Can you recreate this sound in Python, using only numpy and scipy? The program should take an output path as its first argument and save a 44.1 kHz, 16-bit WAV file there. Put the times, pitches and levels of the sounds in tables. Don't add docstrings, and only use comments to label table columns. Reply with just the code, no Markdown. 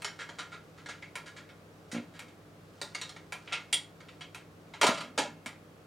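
import sys
import numpy as np
from scipy import signal
from scipy.fft import rfft, irfft, next_fast_len
from scipy.io import wavfile

SR = 44100
rng = np.random.default_rng(int(sys.argv[2]) if len(sys.argv) > 2 else 0)


def digitize_waveform(pressure):
    field = np.atleast_2d(pressure).T
    bounded = np.clip(field, -1, 1)
    quanta = np.round(bounded * 32767).astype(np.int16)
    wavfile.write(sys.argv[1], SR, quanta)


N = 258426
WHEEL_HZ = 2690

# start in seconds, level in dB, resonance in Hz,
# hardness in dB per octave of treble, weight in dB per octave of bass.
TOOTH_TICKS = [(0.0455, -5, 1530, 0, -0.5), (0.2901, -18, 1750, -2.5, 3.5), (0.86, -16.5, 1740, -3.5, 1.5),
               (1.4907, -23, 1760, -7.5, -4), (2.8149, -12.5, 4500, 3.5, 4), (2.9481, -9.5, 2200, 0, -0.5),
               (3.014, -9, 3730, 0.5, -3), (3.0928, -19.5, 4130, 1.8, -1.5), (3.1632, -21.5, 2050, -3, 2),
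               (4.0855, -21, 2700, -6, -3)]
# start in seconds, level in dB, resonance in Hz,
# slide time in seconds, hardness in dB per octave of treble.
TOOTH_DRAGS = [(0.1905, -12.5, 1600, 0.031, -0.5), (0.386, -11, 1330, 0.017, 0.9),
               (0.519, -18, 1370, 0.026, -2.5), (0.7764, -27, 1370, 0.022, -0.5),
               (0.8873, -14, 1570, 0.012, 1), (1.023, -21.5, 2160, 0.0073, -2.5),
               (1.2599, -21.5, 1660, 0.026, 2.5), (1.3644, -20.5, 1750, 0.02, 1),
               (1.9156, -18.5, 1700, 0.01, 7), (1.9448, -13.5, 715, 0.021, -5),
               (2.139, -26.5, 1560, 0.038, 1), (2.2814, -34, 2500, 0.0089, 2.5),
               (3.4749, -17.5, 2880, 0.0067, -8.5), (3.512, -15.5, 1180, 0.02, -20),
               (3.5234, -5, 2660, 0.014, 0.3), (4.0036, -27, 1360, 0.005, -0.5),
               (4.2085, -18, 2980, 0.0067, -0.3), (4.7366, -18, 870, 0.0093, -2)]


def ticks(chatter_s=0.0028, halving_db=6):
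    # frequency in Hz, gain in dB.
    tone = [(270, -3.5), (870, -3.5), (1600, 1), (2450, -2.5), (4700, -3), (6800, -7.5), (13500, -15)]
    touches = [(s, db, hz, chatter_s * 2 ** (-hardness / halving_db), hardness, weight)
               for s, db, hz, hardness, weight in TOOTH_TICKS]
    return from_db(7) * strike(touches, tone, lift_db=7.5, q=10, impact_db=-6.5,
                               wheel_s=0.01, room_db=0, rise_share=0.48, ripple_db=4.5)


def drags(seat_after_s=0.02, seat_db=-10.5, seat_chatter_s=0.012):
    # frequency in Hz, gain in dB.
    tone = [(270, -2), (870, -4.5), (1600, 1.5), (2450, -0.7), (4500, -5.5), (6800, -10.5), (13500, -21.5)]
    slides = [(*drag, 0) for drag in TOOTH_DRAGS]
    seats = [(s + seat_after_s, db + seat_db, WHEEL_HZ, seat_chatter_s, hardness, 0)
             for s, db, _, _, hardness in TOOTH_DRAGS]
    return from_db(8) * strike(slides + seats, tone, lift_db=9.5, q=6, impact_db=-13,
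                               wheel_s=0.011, room_db=-2, rise_share=0.14, ripple_db=2)


def escapement(rebound_s=0.029, rebound_db=-26):
    beat_times = [0.0202, 1.1548, 2.1922, 3.3228, 4.3465, 5.4603]
    # level in dB, resonance in Hz, chatter in seconds,
    # hardness and weight in dB per octave.
    pallets = [(-16.5, 2540, 0.0016, 0.2, -0.5), (-11, 2400, 0.0031, -0.3, 1.5)]
    # frequency in Hz, gain in dB.
    tone = [(270, -11.5), (950, -0.5), (1600, 3), (2450, -1.5), (6800, -9.5), (10000, -6.5), (13500, -5.5)]
    beats = [(s, *pallets[k % 2]) for k, s in enumerate(beat_times)]
    rebounds = [(s + rebound_s, rebound_db, WHEEL_HZ, 0.003, -2, 1.5) for s in beat_times]
    return from_db(7) * strike(beats + rebounds, tone, lift_db=8.5, q=9.3, impact_db=-5.5,
                               wheel_s=0.013, room_db=-1, rise_share=0.69, ripple_db=2)


def catch(chatter_s=0.0031):
    # start in seconds, level in dB, resonance in Hz.
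    snaps = [(3.727, -1, 3280)]
    # frequency in Hz, gain in dB.
    tone = [(270, -10.5), (870, -9), (1500, -7.5), (2450, 2.5), (4700, -4), (6800, -9.5), (13500, -4.5)]
    # centre in Hz, width in Hz, gain in dB.
    resonances = [(3300, 220, 5.5), (4630, 640, 5.5), (9160, 1050, 12.5)]
    touches = double_touch(snaps, chatter_s, gap_s=0.0125, change_db=-7)
    snap = strike(touches, tone, lift_db=4.5, q=8, impact_db=-21,
                  wheel_s=0.0096, room_db=-3, rise_share=0.18, ripple_db=5.5)
    return from_db(6.5) * shape(snap, resonances)


def clatter(chatter_s=0.0058, rattle_start_s=4.9414, rattle_gap_s=0.031, rattle_hz=1160):
    # start in seconds, level in dB, resonance in Hz, weight in dB per octave.
    knocks = [(4.8126, 3.5, 1190, -1), (4.8288, 0.7, 925, 2.5), (4.8378, -1.5, 1030, 3.5),
              (4.8652, 2, 1030, -1.1), (4.8744, -2.5, 1340, 2.8)]
    # frequency in Hz, gain in dB.
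    tone = [(270, 3.5), (950, 5), (1700, 1), (2450, -1.5), (4700, -2), (6800, -7.5), (13500, -9.5)]
    blows = [(s, db, hz, chatter_s, 0, weight) for s, db, hz, weight in knocks]
    bounces = [(rattle_start_s + k * rattle_gap_s, -12 + 0.26 * k, rattle_hz, 0.012, -2, -1)
               for k in range(3)]
    return from_db(6.5) * strike(blows + bounces, tone, lift_db=8, q=5.6, impact_db=-22,
                                 wheel_s=0.0069, room_db=-1, rise_share=0.25, ripple_db=2)


def thud(chatter_s=0.0064):
    # start in seconds, level in dB, resonance in Hz.
    thuds = [(5.1768, -3.5, 880)]
    # frequency in Hz, gain in dB.
    tone = [(270, 9.5), (870, 2), (1400, 3), (2450, 1), (6800, -3), (13500, -11.5)]
    # centre in Hz, width in Hz, gain in dB.
    hollow = [(328, 40, 4), (565, 69, 7.5), (682, 110, -19), (835, 120, 9.5), (1130, 250, -4.5),
              (1730, 280, 2), (2034, 300, -17)]
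    touches = double_touch(thuds, chatter_s, gap_s=0.008, change_db=1)
    blow = strike(touches, tone, lift_db=8.5, q=6.5, impact_db=-23,
                  wheel_s=0.0068, room_db=0, rise_share=0.14, ripple_db=0.5)
    return from_db(6.5) * shape(blow, hollow)


def shudder(slip_start_s=1.93, slip_gap_s=0.0172, slip_db=-33, edge_db=-6.5, room_db=-10):
    # start in seconds, level in dB.
    jolts = [(4.889, -28.5), (5.177, -43), (5.463, -45)]
    # frequency in Hz, level in dB, t60 in seconds.
    bending = [(200, -13, 0.079), (248, 7, 0.067), (298, -8, 0.046), (490, -5, 0.084)]
    slips = [(slip_start_s + k * slip_gap_s, slip_db + edge_db * place ** 2)
             for k, place in enumerate(np.linspace(-1, 1, 5))]
    kicks = np.zeros(N)
    for s, db in slips + jolts:
        kicks[round(s * SR)] = from_db(db)
    swing = signal.fftconvolve(kicks, ring(bending, SR // 4))[:N]
    return swing + from_db(room_db) * signal.fftconvolve(swing, room_tail(build_s=0.003)[0])[:N]


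def rubbing(grains_per_s=1600, level_db=-57.5, fade_s=0.079, follow=0.76):
    # frequency in Hz, gain in dB.
    tone = [(300, -36), (900, 8), (2200, 0.5), (4500, 2.5), (9000, -7.5), (14000, -53)]
    t = np.arange(N) / SR
    power = sum(from_db(follow * db) ** 2 * np.exp(-np.abs(t - s) / fade_s)
                for s, db, *_ in TOOTH_TICKS + TOOTH_DRAGS)
    return from_db(level_db) * np.sqrt(power * N) * unit(colour(grains(N, grains_per_s), tone))


def double_touch(blows, chatter_s, gap_s, change_db):
    return [(s + k * gap_s, db + k * change_db, hz, chatter_s, 0, 0)
            for s, db, hz in blows for k in (0, 1)]


def strike(touches, tone, lift_db, q, ripple_db, pivot_hz=2500, **contact_settings):
    track = np.zeros((2, N))
    knots = np.geomspace(tone[0][0], tone[-1][0], 48)
    octaves = np.log2(knots / pivot_hz)
    for s, db, ring_hz, chatter_s, hardness, weight in touches:
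        tilt = np.where(octaves > 0, hardness, -weight) * octaves
        ripple = ripple_db * np.diff(rng.standard_normal(len(knots) + 1)) / np.sqrt(2)
        curve = np.c_[knots, at_hz(tone, knots) + tilt + ripple]
        hit = colour(contact(chatter_s, **contact_settings), curve)
        hit = shape(hit, [(ring_hz, ring_hz / q, lift_db)])
        start = round(s * SR)
        track[:, start:start + hit.shape[1]] += from_db(db) * hit[:, :N - start]
    return track


def contact(chatter_s, impact_db, wheel_s, room_db, rise_share):
    tail = room_tail(build_s=chatter_s + 0.0027)
    t = np.arange(tail.shape[1]) / SR
    rise = 1 - np.exp(-(t + 1 / SR) / (rise_share * chatter_s))
    chatter = unit(grains(len(t), per_s=2500) * rise * np.exp(-t / chatter_s))
    wheel_envelope = unit(rise * np.exp(-(t / (wheel_s + chatter_s)) ** 2))
    wheel = rng.standard_normal(tail.shape) * wheel_envelope
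    wheel = colour(wheel, [(5000, 0), (9000, 2.5), (14000, -9)])
    sound = 0.8 * wheel + from_db(room_db) * tail
    sound[0] += disperse(from_db(impact_db) * (t == 0) + 0.46 * chatter)
    return sound / np.sqrt(np.sum(sound[0] ** 2))


def disperse(x, delay_s=0.000569, reference_hz=3000):
    phase = 4 * np.pi * delay_s * np.sqrt(reference_hz * bins(len(x)))
    return irfft(rfft(x) * np.exp(-1j * phase), len(x))


def frame(blows, ring_db=-18):
    # centre in Hz, width in Hz, gain in dB.
    body = [(304, 51, 2.5), (465, 84, -2.5), (907, 330, -7.5), (2660, 590, 4.5)]
    # frequency in Hz, level in dB, t60 in seconds.
    modes = [(156.2, 7.5, 0.72), (234, 4, 0.66), (453, -9, 0.95), (610, -9, 0.79), (658, 11, 0.25),
             (690, -8, 0.32), (790, -6, 0.083), (982, -1, 0.15), (1100, -2, 0.37), (1220, -16, 0.16),
             (1670, -12, 0.36), (1750, 16, 0.1), (2160, -8, 0.64), (2680, 5.5, 0.37), (2850, 0, 0.29)]
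    return resonate(shape(blows, body), ring(modes, SR // 2), ring_db)


def lattice(x, t60_s=0.05, ring_db=-6):
    t = np.arange(SR // 4) / SR
    response = rng.standard_normal(len(t)) * np.exp(-np.log(1000) * t / t60_s)
    return resonate(x, response, ring_db)


def radiate(mid_side):
    # frequency in Hz, gain in dB.
    wood = [(60, -41), (120, -15.5), (170, -8.5), (230, -5.5), (450, -4.5), (700, -1), (1100, 0.5),
            (1800, -1.5), (2900, 0), (4500, 1), (6500, 0), (9300, -3), (11500, -10), (16000, -21)]
    # frequency in Hz, side against mid in dB.
    width = [(120, -38), (500, -17), (4000, -13.5), (9000, -19.5), (13000, 2.5)]
    return stereo(colour(mid_side, wood), width)


def room_tail(build_s, size=20480, bands=7):
    # frequency in Hz, t60 in seconds.
    decay = [(200, 1), (450, 0.074), (1000, 0.36), (3000, 0.24), (7000, 0.24), (14000, 0.16)]
    t, tail = np.arange(size) / SR, 0
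    spectrum = rfft(rng.standard_normal((2, size)))
    centres = np.geomspace(200, 13000, bands)
    for hz, weights in zip(centres, np.eye(bands)):
        band = irfft(spectrum * at_hz(np.c_[centres, weights], bins(size)))
        envelope = unit(np.exp(-np.log(1000) * t / at_hz(decay, hz)) * (1 - np.exp(-t / build_s)))
        tail += from_db(-2 * hz / 8000) * band * envelope
    return tail


def room_tone(air_db=-55.6):
    # frequency in Hz, gain in dB.
    air_tone = [(15, -63), (25, -51), (50, -17.5), (87, -13.5), (157, -8), (236, -11.5), (405, -11.5),
                (451, -9.5), (754, -17.5), (962, -22.5), (1040, -20), (1330, -21.5), (1790, -27),
                (16000, -44.5)]
    # frequency in Hz, side against mid in dB.
    air_width = [(30, -2), (120, -13), (500, -8), (2000, 0.5), (6000, -3.5), (14000, -6)]
    # frequency in Hz, rms level in dB.
    hum_tones = [(100, -64), (162, -61.5), (299, -66.5)]
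    noise = stereo(rng.standard_normal((2, N)), air_width)
    air = unit(colour(noise, air_tone)) * np.sqrt(2 * N)
    t, hum = np.arange(N) / SR, 0
    for hz, db in hum_tones:
        waver_s = 0.00325 * np.cumsum(rng.standard_normal(N)) / np.sqrt(SR)
        hum += np.sqrt(2) * from_db(db) * np.sin(2 * np.pi * hz * (t + waver_s))
    return from_db(air_db) * air + hum


def grains(size, per_s):
    return rng.standard_normal(size) * (rng.random(size) < per_s / SR)


def ring(modes, size):
    t = np.arange(size) / SR
    hz, db, t60 = np.transpose(modes)[:, :, None]
    return np.sum(from_db(db - 60 * t / t60) * np.sin(2 * np.pi * hz * t), axis=0)


def resonate(x, response, ring_db):
    return x + from_db(ring_db) * signal.fftconvolve(x, unit(response)[None], axes=1)[:, :N]


def shape(x, resonances):
    for hz, width_hz, db in resonances:
        b, a = signal.iirpeak(hz, hz / width_hz, fs=SR)
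        x = x + (from_db(db) - 1) * signal.lfilter(b, a, x)
    return x


def colour(x, curve):
    size = 2 * next_fast_len(x.shape[-1])
    cepstrum = irfft(np.log(from_db(at_hz(curve, bins(size)))))
    cepstrum[1:size // 2] *= 2
    cepstrum[size // 2 + 1:] = 0
    return irfft(rfft(x, size) * np.exp(rfft(cepstrum)))[..., :x.shape[-1]]


def stereo(mid_side, width):
    return mid_side[0] + colour(mid_side[1], width) * [[1], [-1]]


def at_hz(points, hz):
    knots, values = np.transpose(points)
    return np.interp(np.log(np.maximum(hz, 1)), np.log(knots), values)


def bins(size):
    return np.arange(size // 2 + 1) * SR / size


def unit(x):
    return x / np.sqrt(np.sum(x ** 2) + 1e-20)


def from_db(db):
    return 10 ** (np.asarray(db) / 20)


def scene():
    knocks = frame(clatter() + thud())
    contacts = lattice(escapement() + ticks() + drags() + catch() + knocks)
    works = radiate(contacts) + shudder() + rubbing()
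    works = signal.sosfilt(signal.butter(4, 140, "high", fs=SR, output="sos"), works)
    return works * from_db([[-.3], [.3]]) + room_tone()


def record(dry):
    return signal.sosfilt(signal.ellip(10, .2, 70, 16000, fs=SR, output="sos"), dry)


dry = scene()
out = record(dry)
digitize_waveform(out)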